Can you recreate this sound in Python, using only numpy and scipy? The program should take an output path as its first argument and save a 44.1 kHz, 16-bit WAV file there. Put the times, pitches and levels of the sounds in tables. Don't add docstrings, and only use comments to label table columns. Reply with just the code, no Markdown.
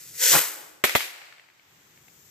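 import sys
import numpy as np
from scipy import signal
from scipy.fft import rfft, irfft
from scipy.io import wavfile

SR = 44100
rng = np.random.default_rng(int(sys.argv[2]) if len(sys.argv) > 2 else 0)


def master_out(mix):
    frames = np.transpose(np.atleast_2d(mix))
    ceiling = np.clip(frames, -1, 1)
    pcm = np.round(ceiling * 32767).astype(np.int16)
    wavfile.write(sys.argv[1], SR, pcm)


N = 101429
T, HZ = np.arange(N) / SR, np.fft.rfftfreq(N, 1 / SR)

# (frequency [Hz], level [dB])
HUM_COLOUR = [(25, -4.5), (60, -5.5), (110, 2), (150, 5.5), (220, -6), (400, -4), (800, -20), (2000, -26)]
# (time [s], level [dB])
HUM_LEVEL = [(0, -63.5), (.17, -57.5), (.2, -83), (.52, -89.5), (.65, -67), (.8, -75), (1.05, -83.5),
             (1.3, -75.5), (1.62, -73.5), (1.74, -66), (2.3, -63)]
# (frequency [Hz], level [dB])
AIR_COLOUR = [(60, -24.5), (180, -11.5), (280, 3), (400, -4.5), (900, 2), (2100, 4.5), (3500, -0.5),
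              (7500, -10), (9500, -25), (15000, -17)]
# (time [s], level [dB])
AIR_LEVEL = [(0, -61), (.4, -71), (.8, -67.5), (1.5, -63.5), (1.75, -60), (2.3, -63)]
# (frequency [Hz], level [dB])
HISS_COLOUR = [(1760, -53), (3000, -16), (3190, -11), (3870, -13), (4000, -14.5), (6470, -2.5),
               (7640, -2.5), (9340, -19.5), (13700, -3), (14800, -3.5)]
# (time [s], level [dB])
HISS_LEVEL = [(1.2, -77), (1.55, -68.5), (1.75, -60.5), (2.0, -58), (2.15, -55), (2.27, -53)]
HISS_PAN_DB = 7

# (frequency [Hz], level [dB])
FUSE_COLOUR = [(180, -29), (300, -10), (866, -33.5), (955, -32.5), (1370, -13.5), (1930, -6), (3090, -9.5),
               (3350, -8.5), (7710, 2), (8780, -6.5), (14800, 0)]
# (frequency [Hz], level [dB])
PIT_COLOUR = [(190, -41), (290, -7.5), (375, -18.5), (495, -2), (620, -18), (770, -24), (930, -13.5),
              (1110, -28), (1500, -5.5), (2200, -5.5), (2700, -9), (3200, -5.5), (4600, -6), (6000, 0),
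              (8000, -0.5), (8900, -8), (10500, -7.5), (12000, -3), (14700, -3)]
# (time [s], level [dB])
PIT_LEVEL = [(0, -42), (.13, -43), (.172, -35.5), (.2, -27), (.235, -16.5), (.28, -15.5), (.33, -15),
             (.36, -31), (.42, -40), (.5, -82)]
IGNITION_S, IGNITION_LENGTH_S = 0.18, 0.05
WALL_DELAY_S, WALL_SHARE, WALL_CUTOFF_HZ = 0.002, 0.17, 2500
FAR_WALL_DELAY_S, FAR_WALL_SHARE = 0.0053, 0.27

# (frequency [Hz], level [dB])
FLIGHT_COLOUR = [(100, -57), (210, -29), (290, -21), (470, -5), (600, -10), (1000, -5.5), (1400, -2),
                 (2200, -4), (3400, -6.5), (5500, -5.5), (8100, -0.5), (9000, -7), (10300, -5.5),
                 (12500, -1), (14500, 0)]
# (time [s], level [dB])
FLIGHT_LEVEL = [(.2, -90), (.28, -49), (.33, -14), (.36, -13.5), (.39, -15), (.425, -22.5), (.455, -25),
                (.5, -31), (.57, -39.5), (.62, -41.5), (.7, -50), (.82, -60.5), (.86, -95)]
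CLIMB_S, CLIMB_LENGTH_S = 0.43, 0.12
SWEEP_S_PER_S, GROUND_SHARE = 0.04, 0.2
# (frequency [Hz], correlation [-1 to 1])
JET_LIKENESS = [(60, -.3), (290, 0.075), (640, .6), (1400, .65), (3100, 0.72), (7000, 0.53), (15000, 0.049)]
JET_LAG_S, JET_PAN_DB, JET_GRIT = 0.000031, 2, 0.34
SPUTTER_RMS_DB, SPUTTER_HZ = 1.0, 160

# (frequency [Hz], level [dB])
ROAR_COLOUR = [(30, -35.5), (80, -14.5), (150, 7.5), (220, -11.5), (290, 1), (450, -4.5), (750, -2),
               (950, 2), (1150, -3.5), (1600, -8), (3500, -16), (9000, -44)]
ROAR_S, ROAR_HOLD_S, ROAR_DB = 0.345, 0.019, -22.5
ROAR_RISE_DB_PER_S, ROAR_FALL_DB_PER_S = 747, 577.5

# (frequency [Hz], level [dB])
JET_TREE_COLOUR = [(100, -39), (200, -3), (400, 0.5), (2000, -4.5), (4000, -10), (8000, -13),
                   (10000, -27.5)]
JET_TREE_DB = -28

# (time [s], level [dB], thump time constant [s], relative thump level [dB],
#   ground reflection time constant [s], lower ring [Hz], upper ring [Hz], relative ring level [dB])
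BURSTS = [(0.8394, 0, 0.00015, -11.5, 0.00011, 402, 596, -19.5),
          (0.9511, -1, 0.00083, -3, 0.00022, 571, 1185, -16)]
# (frequency [Hz], level [dB])
CRACK_COLOUR = [(40, -23.5), (150, -9), (420, -2), (750, -5.5), (1300, 4), (2100, 4), (2800, 0.5),
                (5000, -15.5), (8000, -8.5), (9500, -25), (13500, -8), (15000, -8)]
CRACK_DB, CRACK_HOLD_S, CRACK_T60_S, OVERLOAD = -9.5, 0.0032, 0.0085, 0.9
# (left [s], right [s])
THUMP_DELAYS_S = (0.0024, .001)
THUMP_HZ = 1200
BODY_T60_S, BODY_LAG_S = 0.047, 0.00058
BOUNCE_DB, BOUNCE_DELAY_S, BOUNCE_HZ = 4.5, 0.0058, 3200

# (frequency [Hz], level [dB])
GRASS_COLOUR = [(59, -53), (100, -11), (555, -7.5), (1180, -10), (2450, -0.5), (2780, -9.5), (3500, -2.5),
                (5420, -15.5), (7740, -10.5), (8960, -19.5), (13600, -4.5), (14800, -16)]
# (frequency [Hz], level [dB])
YARD_COLOUR = [(59, -74), (100, -42), (146, -28), (221, -21.5), (358, -11), (997, -13), (2030, -2),
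               (5900, -11.5), (7900, -12.5), (8960, -16), (13600, -11.5), (14800, -17)]
# (frequency [Hz], level [dB])
TREE_COLOUR = [(100, -45), (200, -26), (340, -12.5), (750, -4.5), (1100, -5.5), (1600, -2.5), (2100, 0),
               (2700, -2), (3400, -8.5), (4500, -7.5), (6000, -14.5), (8000, -12.5), (9300, -27),
               (13000, -18.5), (14800, -21)]
GRASS_DB, GRASS_DELAY_S, GRASS_HOLD_S, GRASS_T60_S = -17, 0.006, 0.006, 0.086
YARD_DB, YARD_DELAY_S, YARD_HOLD_S, YARD_T60_S = -28, 0.021, 0.045, 0.41
TREE_DB, TREE_DELAY_S, TREE_HOLD_S, TREE_T60_S = -47.5, 0.16, 0.14, 0.95

# (time [s], level [dB])
ECHOES = [(0.895, -19), (1.0056, -17.5), (1.2155, -39), (1.325, -37), (1.382, -48), (1.396, -43),
          (1.439, -48.5), (1.4866, -45), (1.5, -50), (1.5958, -47.5), (1.975, -45.5), (2.0823, -45)]
# (frequency [Hz], level [dB])
ECHO_COLOUR = [(200, -43), (700, -2.5), (1300, -8), (2200, 5.5), (2900, -4.5), (4000, -11), (8000, -37),
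               (9500, -40), (15000, -33.5)]
ECHO_DB, ECHO_T60_S = -3, 0.018

BASS_CUT_HZ = 240
LOW_CUT_HZ, CUTOFF_HZ = 61, 14750


def amp(db):
    return 10 ** (np.asarray(db) / 20)


def unit(x):
    return x / np.sqrt(np.mean(x ** 2) + 1e-20)


def by_hz(points):
    hz, value = np.transpose(points)
    return np.interp(np.log(HZ + 1), np.log(np.abs(hz) + 1), value)


def level(points):
    return amp(np.interp(T, *np.transpose(points)))


def pan(db):
    return amp(np.array([[db], [-db]]) / 2)


def noise(colour, alike=0, lag_s=0, grit=0):
    white = rng.standard_normal((2, N))
    spikes = np.exp(grit * rng.standard_normal(N))
    left, other = rfft(white * spikes)
    shared = np.clip(alike, -1, 1)
    right = shared * left + np.sqrt(1 - shared ** 2) * other
    right = right * np.exp(-2j * np.pi * HZ * lag_s)
    return unit(irfft(np.array([left, right]) * amp(by_hz(colour)), N))


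def wobble(hz):
    spectrum = rfft(rng.standard_normal(N)) / (1 + (HZ / hz) ** 4)
    return unit(irfft(spectrum, N))


def envelope(start_s, rise_s, hold_s, t60_s):
    t = T - start_s
    decay = np.exp(-np.log(1000) * np.maximum(t - hold_s, 0) / t60_s)
    return np.clip(t / rise_s, 0, 1) * decay


def delayed(x, delay_s):
    return np.array([np.interp(T - delay_s, T, side, left=0) for side in x])


def cut_bass(x):
    return signal.sosfilt(signal.butter(4, BASS_CUT_HZ, "high", fs=SR, output="sos"), x)


def background():
    hum = noise(HUM_COLOUR, 0.93) * level(HUM_LEVEL)
    air = noise(AIR_COLOUR, 0.064) * level(AIR_LEVEL)
    hiss = noise(HISS_COLOUR, grit=0.4) * level(HISS_LEVEL) * pan(HISS_PAN_DB)
    return hum + air + hiss * amp(0.59 * wobble(hz=61.1))


def jet_noise(colour):
    return noise(colour, by_hz(JET_LIKENESS), JET_LAG_S, JET_GRIT)


def pit():
    lit = np.clip((T - IGNITION_S) / IGNITION_LENGTH_S, 0, 1)
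    fuse = np.sqrt(1 - lit) * jet_noise(FUSE_COLOUR)
    motor = np.sqrt(lit) * jet_noise(PIT_COLOUR)
    out = (fuse + motor) * level(PIT_LEVEL)
    out = out + FAR_WALL_SHARE * delayed(out, FAR_WALL_DELAY_S)
    b, a = signal.butter(1, WALL_CUTOFF_HZ, fs=SR)
    return out + WALL_SHARE * signal.lfilter(b, a, delayed(out, WALL_DELAY_S))


def flight():
    motor = jet_noise(FLIGHT_COLOUR) * level(FLIGHT_LEVEL)
    lag_s = WALL_DELAY_S + SWEEP_S_PER_S * np.clip(T - CLIMB_S, 0, CLIMB_LENGTH_S)
    return motor + GROUND_SHARE * delayed(motor, lag_s)


def exhaust_roar():
    rise_db = ROAR_RISE_DB_PER_S * np.maximum(ROAR_S - T, 0)
    fall_db = ROAR_FALL_DB_PER_S * np.maximum(T - ROAR_S - ROAR_HOLD_S, 0)
    return noise(ROAR_COLOUR, by_hz(JET_LIKENESS)) * amp(ROAR_DB - rise_db - fall_db)


def rocket():
    jet = pit() + flight()
    roar = exhaust_roar()
    sputter = amp(SPUTTER_RMS_DB * wobble(SPUTTER_HZ))
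    return cut_bass(jet * sputter) * pan(JET_PAN_DB) + roar * sputter


def trees(jet):
    tail = noise(JET_TREE_COLOUR) * envelope(0.013, 0.041, 0.23, 0.89)
    tail = tail / np.linalg.norm(tail[0])
    return amp(JET_TREE_DB) * signal.fftconvolve(jet, tail, axes=1)[:, :N]


def shock(start_s, length_s, hz):
    u = np.maximum(T - start_s, 0) / length_s
    pressure = np.gradient(u * np.exp(-u)) * length_s * SR
    b, a = signal.butter(2, hz, fs=SR)
    return signal.lfilter(b, a, pressure)


def body_ring(start_s, low_hz, high_hz):
    t = T - start_s - np.array([[BODY_LAG_S], [0]])
    tones = np.sin(2 * np.pi * low_hz * t) + np.sin(2 * np.pi * high_hz * t)
    return envelope(start_s, 0.00082, 0.0013, BODY_T60_S) * tones


def scatter(start_s):
    grass = amp(GRASS_DB) * noise(GRASS_COLOUR, 0.055, grit=0.29)
    grass *= envelope(start_s + GRASS_DELAY_S, 0.00059, GRASS_HOLD_S, GRASS_T60_S)
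    yard = amp(YARD_DB) * noise(YARD_COLOUR, 0.063, grit=0.12)
    yard *= envelope(start_s + YARD_DELAY_S, 0.0027, YARD_HOLD_S, YARD_T60_S)
    far = amp(TREE_DB) * noise(TREE_COLOUR, grit=0.35)
    far *= envelope(start_s + TREE_DELAY_S, 0.029, TREE_HOLD_S, TREE_T60_S)
    return cut_bass((grass + yard + far) * amp(0.96 * wobble(hz=214)) * pan(1.5))


def burst(start_s, db, thump_s, thump_db, bounce_s, low_hz, high_hz, body_db):
    crack = amp(CRACK_DB) * noise(CRACK_COLOUR, 0.042)
    crack *= envelope(start_s, 0.0001, CRACK_HOLD_S, CRACK_T60_S)
    thump = np.array([shock(start_s + lag_s, thump_s, THUMP_HZ) for lag_s in THUMP_DELAYS_S])
    body = amp(body_db) * body_ring(start_s, low_hz, high_hz)
    direct = OVERLOAD * np.tanh((crack + amp(thump_db) * thump + body) / OVERLOAD)
    bounce = amp(BOUNCE_DB) * shock(start_s + BOUNCE_DELAY_S, bounce_s, BOUNCE_HZ)
    return amp(db) * (direct + bounce + scatter(start_s))


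def echoes():
    ticks = sum(amp(db) * envelope(start_s, 0.00057, 0.00073, ECHO_T60_S) for start_s, db in ECHOES)
    return amp(ECHO_DB) * cut_bass(noise(ECHO_COLOUR, 0.46) * ticks) * pan(3.0)


def scene():
    jet = rocket()
    wash = trees(jet)
    bursts = sum(burst(*row) for row in BURSTS)
    return jet + wash + bursts + echoes() + background()


def record(dry):
    b, a = signal.butter(2, LOW_CUT_HZ, "high", fs=SR)
    band_limit = signal.firwin(1023, CUTOFF_HZ, window=("kaiser", 8), fs=SR)
    return signal.oaconvolve(signal.lfilter(b, a, dry), band_limit[None], "same")


dry = scene()
out = record(dry)
master_out(out)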